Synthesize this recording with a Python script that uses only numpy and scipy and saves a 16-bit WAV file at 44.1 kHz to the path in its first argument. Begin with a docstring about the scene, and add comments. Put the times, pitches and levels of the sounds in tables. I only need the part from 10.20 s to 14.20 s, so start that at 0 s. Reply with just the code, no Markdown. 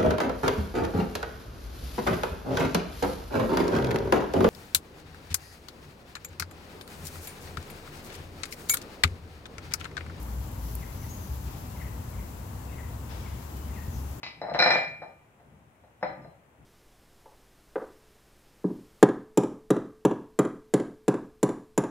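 """A low rumble of far traffic fills a quiet garden beside a building, with a wavering engine drone in it.
The rumble and tyre wash are broadband noise; the engine and far machines are modulated tones.
A distant bird repeats a raspy falling chirp that the walls reflect; others whistle thinly.
Two short hisses reverberate from far off, leaves fizz faintly and tick close by,
and the left microphone hisses steadily."""
import sys
import numpy as np
from scipy import signal
from scipy.fft import rfft, irfft
from scipy.io import wavfile

SR = 44100
rng = np.random.default_rng(int(sys.argv[2]) if len(sys.argv) > 2 else 0)


def transcribe(signal):
    """Save signal, clipped to [-1, 1], as a 16-bit WAV file at the path in sys.argv[1]."""
    frames = np.atleast_2d(signal).T
    limited = np.clip(frames, -1, 1)
    pcm = np.round(limited * 32767).astype(np.int16)
    wavfile.write(sys.argv[1], SR, pcm)


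N = 176400
TIME, HZ = np.arange(N) / SR, np.fft.rfftfreq(N, 1 / SR)

# traffic rumble and tyre wash (frequency [Hz], density [dB/Hz])
RUMBLE_SPECTRUM = [(15, -91), (25, -81), (33, -69), (45, -71.5), (56, -56.5), (72, -58.5), (90, -58.5),
                   (130, -65), (165, -68), (235, -70.5), (330, -80.5), (500, -94.5), (1000, -115)]
WASH_SPECTRUM = [(100, -91), (200, -78.5), (300, -78.5), (450, -79), (700, -80), (950, -78), (1300, -85.5),
                 (1750, -90), (2300, -96), (2750, -95), (3700, -104), (6000, -115), (9000, -135)]
# contour whose swings the rumble follows at about half depth (time [s], level [dB])
RUMBLE_CONTOUR = [(0.0, -46.5), (0.5, -38.5), (0.68, -44.5), (0.75, -41), (1.76, -41.5), (1.8, -32),
                  (1.83, -46), (1.95, -37.5), (2.15, -45.5), (3.11, -40.5), (3.13, -34.5), (3.27, -51),
                  (3.48, -37), (3.63, -48), (3.68, -35.5), (4.0, -49)]
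# engine envelope (time [s], relative level [dB])
DRONE_LEVEL = [(0.0, -37.5), (0.11, -31.5), (0.13, -27.5), (0.29, -40.5), (0.54, -33.5), (0.79, -43.5),
               (0.85, -62), (0.89, -46), (1.05, -49), (1.11, -27), (1.25, -40), (1.28, -34), (1.45, -48),
               (1.48, -41), (1.58, -56), (1.61, -37), (1.79, -41), (1.93, -56), (1.97, -36), (2.14, -61),
               (2.17, -38), (2.28, -53), (2.42, -34), (2.56, -58), (2.61, -39.5), (2.74, -35), (2.75, -40),
               (3.16, -38.5), (3.21, -45), (3.3, -38), (3.54, -30.5), (3.56, -36), (3.89, -34), (4.0, -45)]
# engine pitch (time [s], frequency [Hz])
DRONE_PITCH = [(0, 58.33), (.6, 57.73), (1.05, 62.57), (1.3, 65.6), (1.75, 63), (2, 58), (2.45, 64.9),
               (3, 68), (3.5, 71), (4, 69.2)]
# hums of far machines (frequency [Hz], level [dB])
HUMS = [(120, -51), (135, -56.5), (250, -64.5), (305, -64.5)]
# falling chirps (time [s], end frequency [Hz], level [dB])
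CHIRPS = [(.575, 2470, -62), (.612, 1933, -54), (.815, 1960, -57.5), (1.555, 1950, -61), (1.6, 1860, -51),
          (1.925, 2000, -62), (1.98, 2000, -60), (2.475, 2480, -62.5), (2.515, 1932, -59),
          (2.575, 1880, -53.5), (3.053, 1985, -56.5), (3.48, 1977, -60.5), (3.524, 2450, -65),
          (3.557, 1837, -52)]
# whistles (time [s], duration [s], start frequency [Hz], end frequency [Hz], level [dB], roughness [rad])
WHISTLES = [(0.125, 0.45, 3085, 3085, -73, 0.8), (0.745, 0.19, 6000, 5900, -64, 1.6),
            (0.889, 0.071, 6500, 6740, -53, .45), (.985, .075, 6350, 6000, -63, 1.2),
            (3.35, 0.15, 2990, 3010, -68, 0.92), (3.681, .11, 6700, 6644, -66, 1.8),
            (3.725, 0.057, 6150, 5850, -62, 0.71), (3.736, .06, 5450, 5360, -66, 1.1),
            (3.84, 0.18, 3170, 3170, -72, 0.39)]
# wall reflections (delay [s], gain [dB])
WALL_ECHOES = [(.025, -15), (.042, -7), (.068, -16.5)]
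# far hisses (time [s], gain [dB])
FAR_HISSES = [(1.25, -8.5), (2.884, -2.5)]
# their spectrum (frequency [Hz], density [dB/Hz])
FAR_HISS_SPECTRUM = [(150, -91), (400, -81), (900, -78), (1700, -84), (2800, -83.5), (3800, -84.5),
                     (4500, -91), (5200, -84.5), (6300, -94), (7500, -103), (9000, -104), (15000, -112)]
# leaf fizz (frequency [Hz], density [dB/Hz])
FIZZ_SPECTRUM = [(1500, -108), (3700, -101), (4800, -99.5), (6400, -99), (7300, -106), (8300, -120),
                 (9300, -106), (10500, -99), (11800, -93.5), (12600, -97), (14000, -96.5), (16000, -100)]
# its swell (time [s], gain [dB])
FIZZ_SWELL = [(0, 1.5), (.3, 1.5), (.52, 7.5), (.65, 4), (1, 6.5), (1.4, 2.5), (1.9, -0.5), (2.8, -3.5),
              (3.2, 0), (3.78, 2.5), (4, -1.5)]
# leaf ticks (time [s], relative level [dB])
TICKS = [(0.0292, -16), (.316, -23), (0.451, -23), (0.553, -5)]
# self-noise of the left microphone (frequency [Hz], density [dB/Hz])
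MIC_SPECTRUM = [(300, -81), (2000, -90), (3500, -94), (5500, -94.5), (7600, -89), (8400, -95), (9600, -94),
                (11500, -94), (13500, -93), (16000, -90.5)]
# likeness of left and right (frequency [Hz], coherence [0 to 1])
COHERENCE = [(60, 1), (130, 0.94), (290, .9), (450, 0.53), (640, 0.027), (1400, 0), (15000, 0.0082)]

BASS_PAN_DB = 2.26


def amp(db):
    """Converts decibels to an amplitude ratio."""
    return 10 ** (np.asarray(db) / 20)


def unit(x):
    """Normalises to rms 1."""
    return x / np.sqrt(np.mean(x ** 2) + 1e-20)


def curve(points):
    """Interpolates a table over time."""
    return np.interp(TIME, *np.transpose(points))


def spectrum(points):
    """Interpolates a table over log frequency."""
    hz, value = np.transpose(points)
    return np.interp(np.log(HZ + 1), np.log(hz + 1), value)


def pan(db):
    """Level difference, left minus right, gives direction."""
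    return amp([[db / 2], [-db / 2]])


def add(mix, start_s, sound):
    """Superposes a sound on the mix."""
    part = mix[max(round(start_s * SR), 0):][:len(sound)]
    part += sound[:len(part)]


def drift(rate_hz, count=N):
    """Low-passed noise of rms 1 serves as a random modulator."""
    hz = np.fft.rfftfreq(count, 1 / SR)
    white = rfft(rng.standard_normal(count))
    return unit(irfft(white * (hz > 0) * np.exp(-(hz / rate_hz) ** 2), count))


def noise(density):
    """Diffuse-field noise: the channels are coherent only in the bass."""
    left, independent = rfft(rng.standard_normal((2, N)))
    coherence = spectrum(COHERENCE)
    right = coherence * left + np.sqrt(1 - coherence ** 2) * independent
    return irfft(np.array([left, right]) * amp(spectrum(density)), N) * np.sqrt(SR / 2)


def tone(hz):
    """A sine of rms 1 whose phase is the integral of frequency."""
    return np.sqrt(2) * np.sin(2 * np.pi * (np.cumsum(hz) / SR + rng.random()))


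def traffic():
    """Amplitude-modulated broadband noise: a low rumble under the wash of tyres."""
    contour_db = curve(RUMBLE_CONTOUR)
    rumble = noise(RUMBLE_SPECTRUM) * amp(0.49 * (contour_db - contour_db.mean()))
    wash = noise(WASH_SPECTRUM) * amp(0.4 * drift(rate_hz=6.3))
    return rumble * pan(BASS_PAN_DB) + wash * pan(db=2.5)


def engine_drone(gain_db=-3, wander_hz=3.19, flutter_db=1.5):
    """Frequency and amplitude modulation make a far engine's low tone waver."""
    drone = tone(curve(DRONE_PITCH) + wander_hz * drift(rate_hz=16.3))
    level_db = curve(DRONE_LEVEL) + gain_db + flutter_db * drift(rate_hz=14)
    return drone * amp(level_db) * pan(BASS_PAN_DB)


def machine_hums(wander_hz=2.19, flutter_db=3):
    """Tones of far machines superpose, each drifting independently in pitch and level."""
    hums = np.zeros(N)
    for hz, db in HUMS:
        hum = tone(hz + wander_hz * drift(rate_hz=5))
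        hums += hum * amp(db + flutter_db * drift(rate_hz=4.3))
    return hums * pan(BASS_PAN_DB)


def bird_note(hz, rough_rad, flutter_db=2.5):
    """Random phase and amplitude modulation spread a sine into sidebands, heard as rasp."""
    count = len(hz)
    arch = abs(np.sin(np.linspace(0, np.pi, count))) ** 0.42
    flutter = unit(amp(flutter_db * drift(rate_hz=89, count=count)))
    phase = 2 * np.pi * np.cumsum(hz) / SR + rough_rad * drift(rate_hz=229, count=count)
    return np.sqrt(2) * arch * flutter * np.sin(phase)


def birds(chirp_s=0.0404, voice_ratio=1.33):
    """Frequency sweeps: two-voiced chirps with wall reflections, and thin whistles; both reverberate."""
    calls = np.zeros(N)
    progress = np.linspace(0, 1, round(chirp_s * SR))
    for start_s, end_hz, db in CHIRPS:
        pitch = end_hz * (1 + 0.1897 * (1 - progress) ** 1.754)
        lower_voice = bird_note(pitch, rough_rad=0.62)
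        upper_voice = amp(-11) * bird_note(pitch * voice_ratio, rough_rad=1.6)
        chirp = amp(db) * (lower_voice + upper_voice)
        add(calls, start_s, chirp)
        for delay_s, echo_db in WALL_ECHOES:
            add(calls, start_s + delay_s, chirp * amp(echo_db))
    for start_s, length_s, start_hz, end_hz, db, rough_rad in WHISTLES:
        glide = np.linspace(start_hz, end_hz, round(length_s * SR))
        add(calls, start_s, amp(db) * bird_note(glide, rough_rad))
    return (calls + reverberation(calls)) * pan(db=8)


def reverberation(sound, t60_s=0.64, build_s=0.017, gain_db=-2.5):
    """Diffuse reflections decay exponentially, differing in each channel and shifting as the air moves."""
    t, wet = np.arange(SR) / SR, np.zeros((2, N))
    envelope = amp(-60 * t / t60_s) * (1 - np.exp(-t / build_s))
    for crossfade in (np.cos(2 * TIME), np.sin(2 * TIME)):
        tail = rng.standard_normal((2, SR)) * envelope
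        tail /= np.linalg.norm(tail[0])
        wet += signal.fftconvolve((sound * crossfade)[None], tail, axes=1)[:, :N]
    return amp(gain_db) * wet


def far_hisses(rise_s=0.03, t60_s=1.65):
    """Reverberant decay: far noise bursts swell quickly and die away between the walls."""
    envelope = np.zeros(N)
    for start_s, db in FAR_HISSES:
        age = np.maximum(TIME - start_s, 0)
        attack = np.minimum(age / rise_s, 1) ** 0.5
        envelope += attack * amp(db - 60 * np.maximum(age - rise_s, 0) / t60_s)
    return noise(FAR_HISS_SPECTRUM) * envelope * pan(db=6)


def leaf_fizz(flicker_db=1.23):
    """Amplitude-modulated treble noise: the fizz of leaves swells, ebbs and flickers."""
    return noise(FIZZ_SPECTRUM) * amp(curve(FIZZ_SWELL) + flicker_db * drift(rate_hz=21)) * pan(db=3.5)


def leaf_ticks(band_hz=(8400, 16800), snap_s=0.00017, ring_t60_s=0.035, left_lag_s=0.00026):
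    """Damped transients: a snap and a papery ring, placed on the right by arrival-time difference."""
    ticks, t = np.zeros((2, N)), np.arange(2048) / SR
    snap = np.exp(-t / snap_s) * np.cos(2 * np.pi * np.mean(band_hz) * t)
    for start_s, db in TICKS:
        for channel, lag_s in zip(ticks, (left_lag_s, 0)):
            ring = rng.standard_normal(len(t)) * amp(-13.5 - 60 * t / ring_t60_s)
            add(channel, start_s + lag_s, amp(db - 15.5) * (2 * snap + ring))
    bandpass = signal.butter(2, band_hz, "bandpass", fs=SR, output="sos")
    return signal.sosfilt(bandpass, ticks)


def scene():
    """Linear superposition of the sources heard in the garden."""
    return traffic() + engine_drone() + machine_hums() + birds() + far_hisses() + leaf_fizz() + leaf_ticks()


def record(dry, cutoff_hz=15850):
    """The left microphone adds self-noise; a low-pass filter limits the bandwidth."""
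    left_hiss = noise(MIC_SPECTRUM) * np.array([[1], [0]])
    lowpass = signal.firwin(511, cutoff_hz, window=("kaiser", 9), fs=SR)
    return signal.oaconvolve(dry + left_hiss, lowpass[None], "same")


dry = scene()
out = record(dry)
transcribe(out)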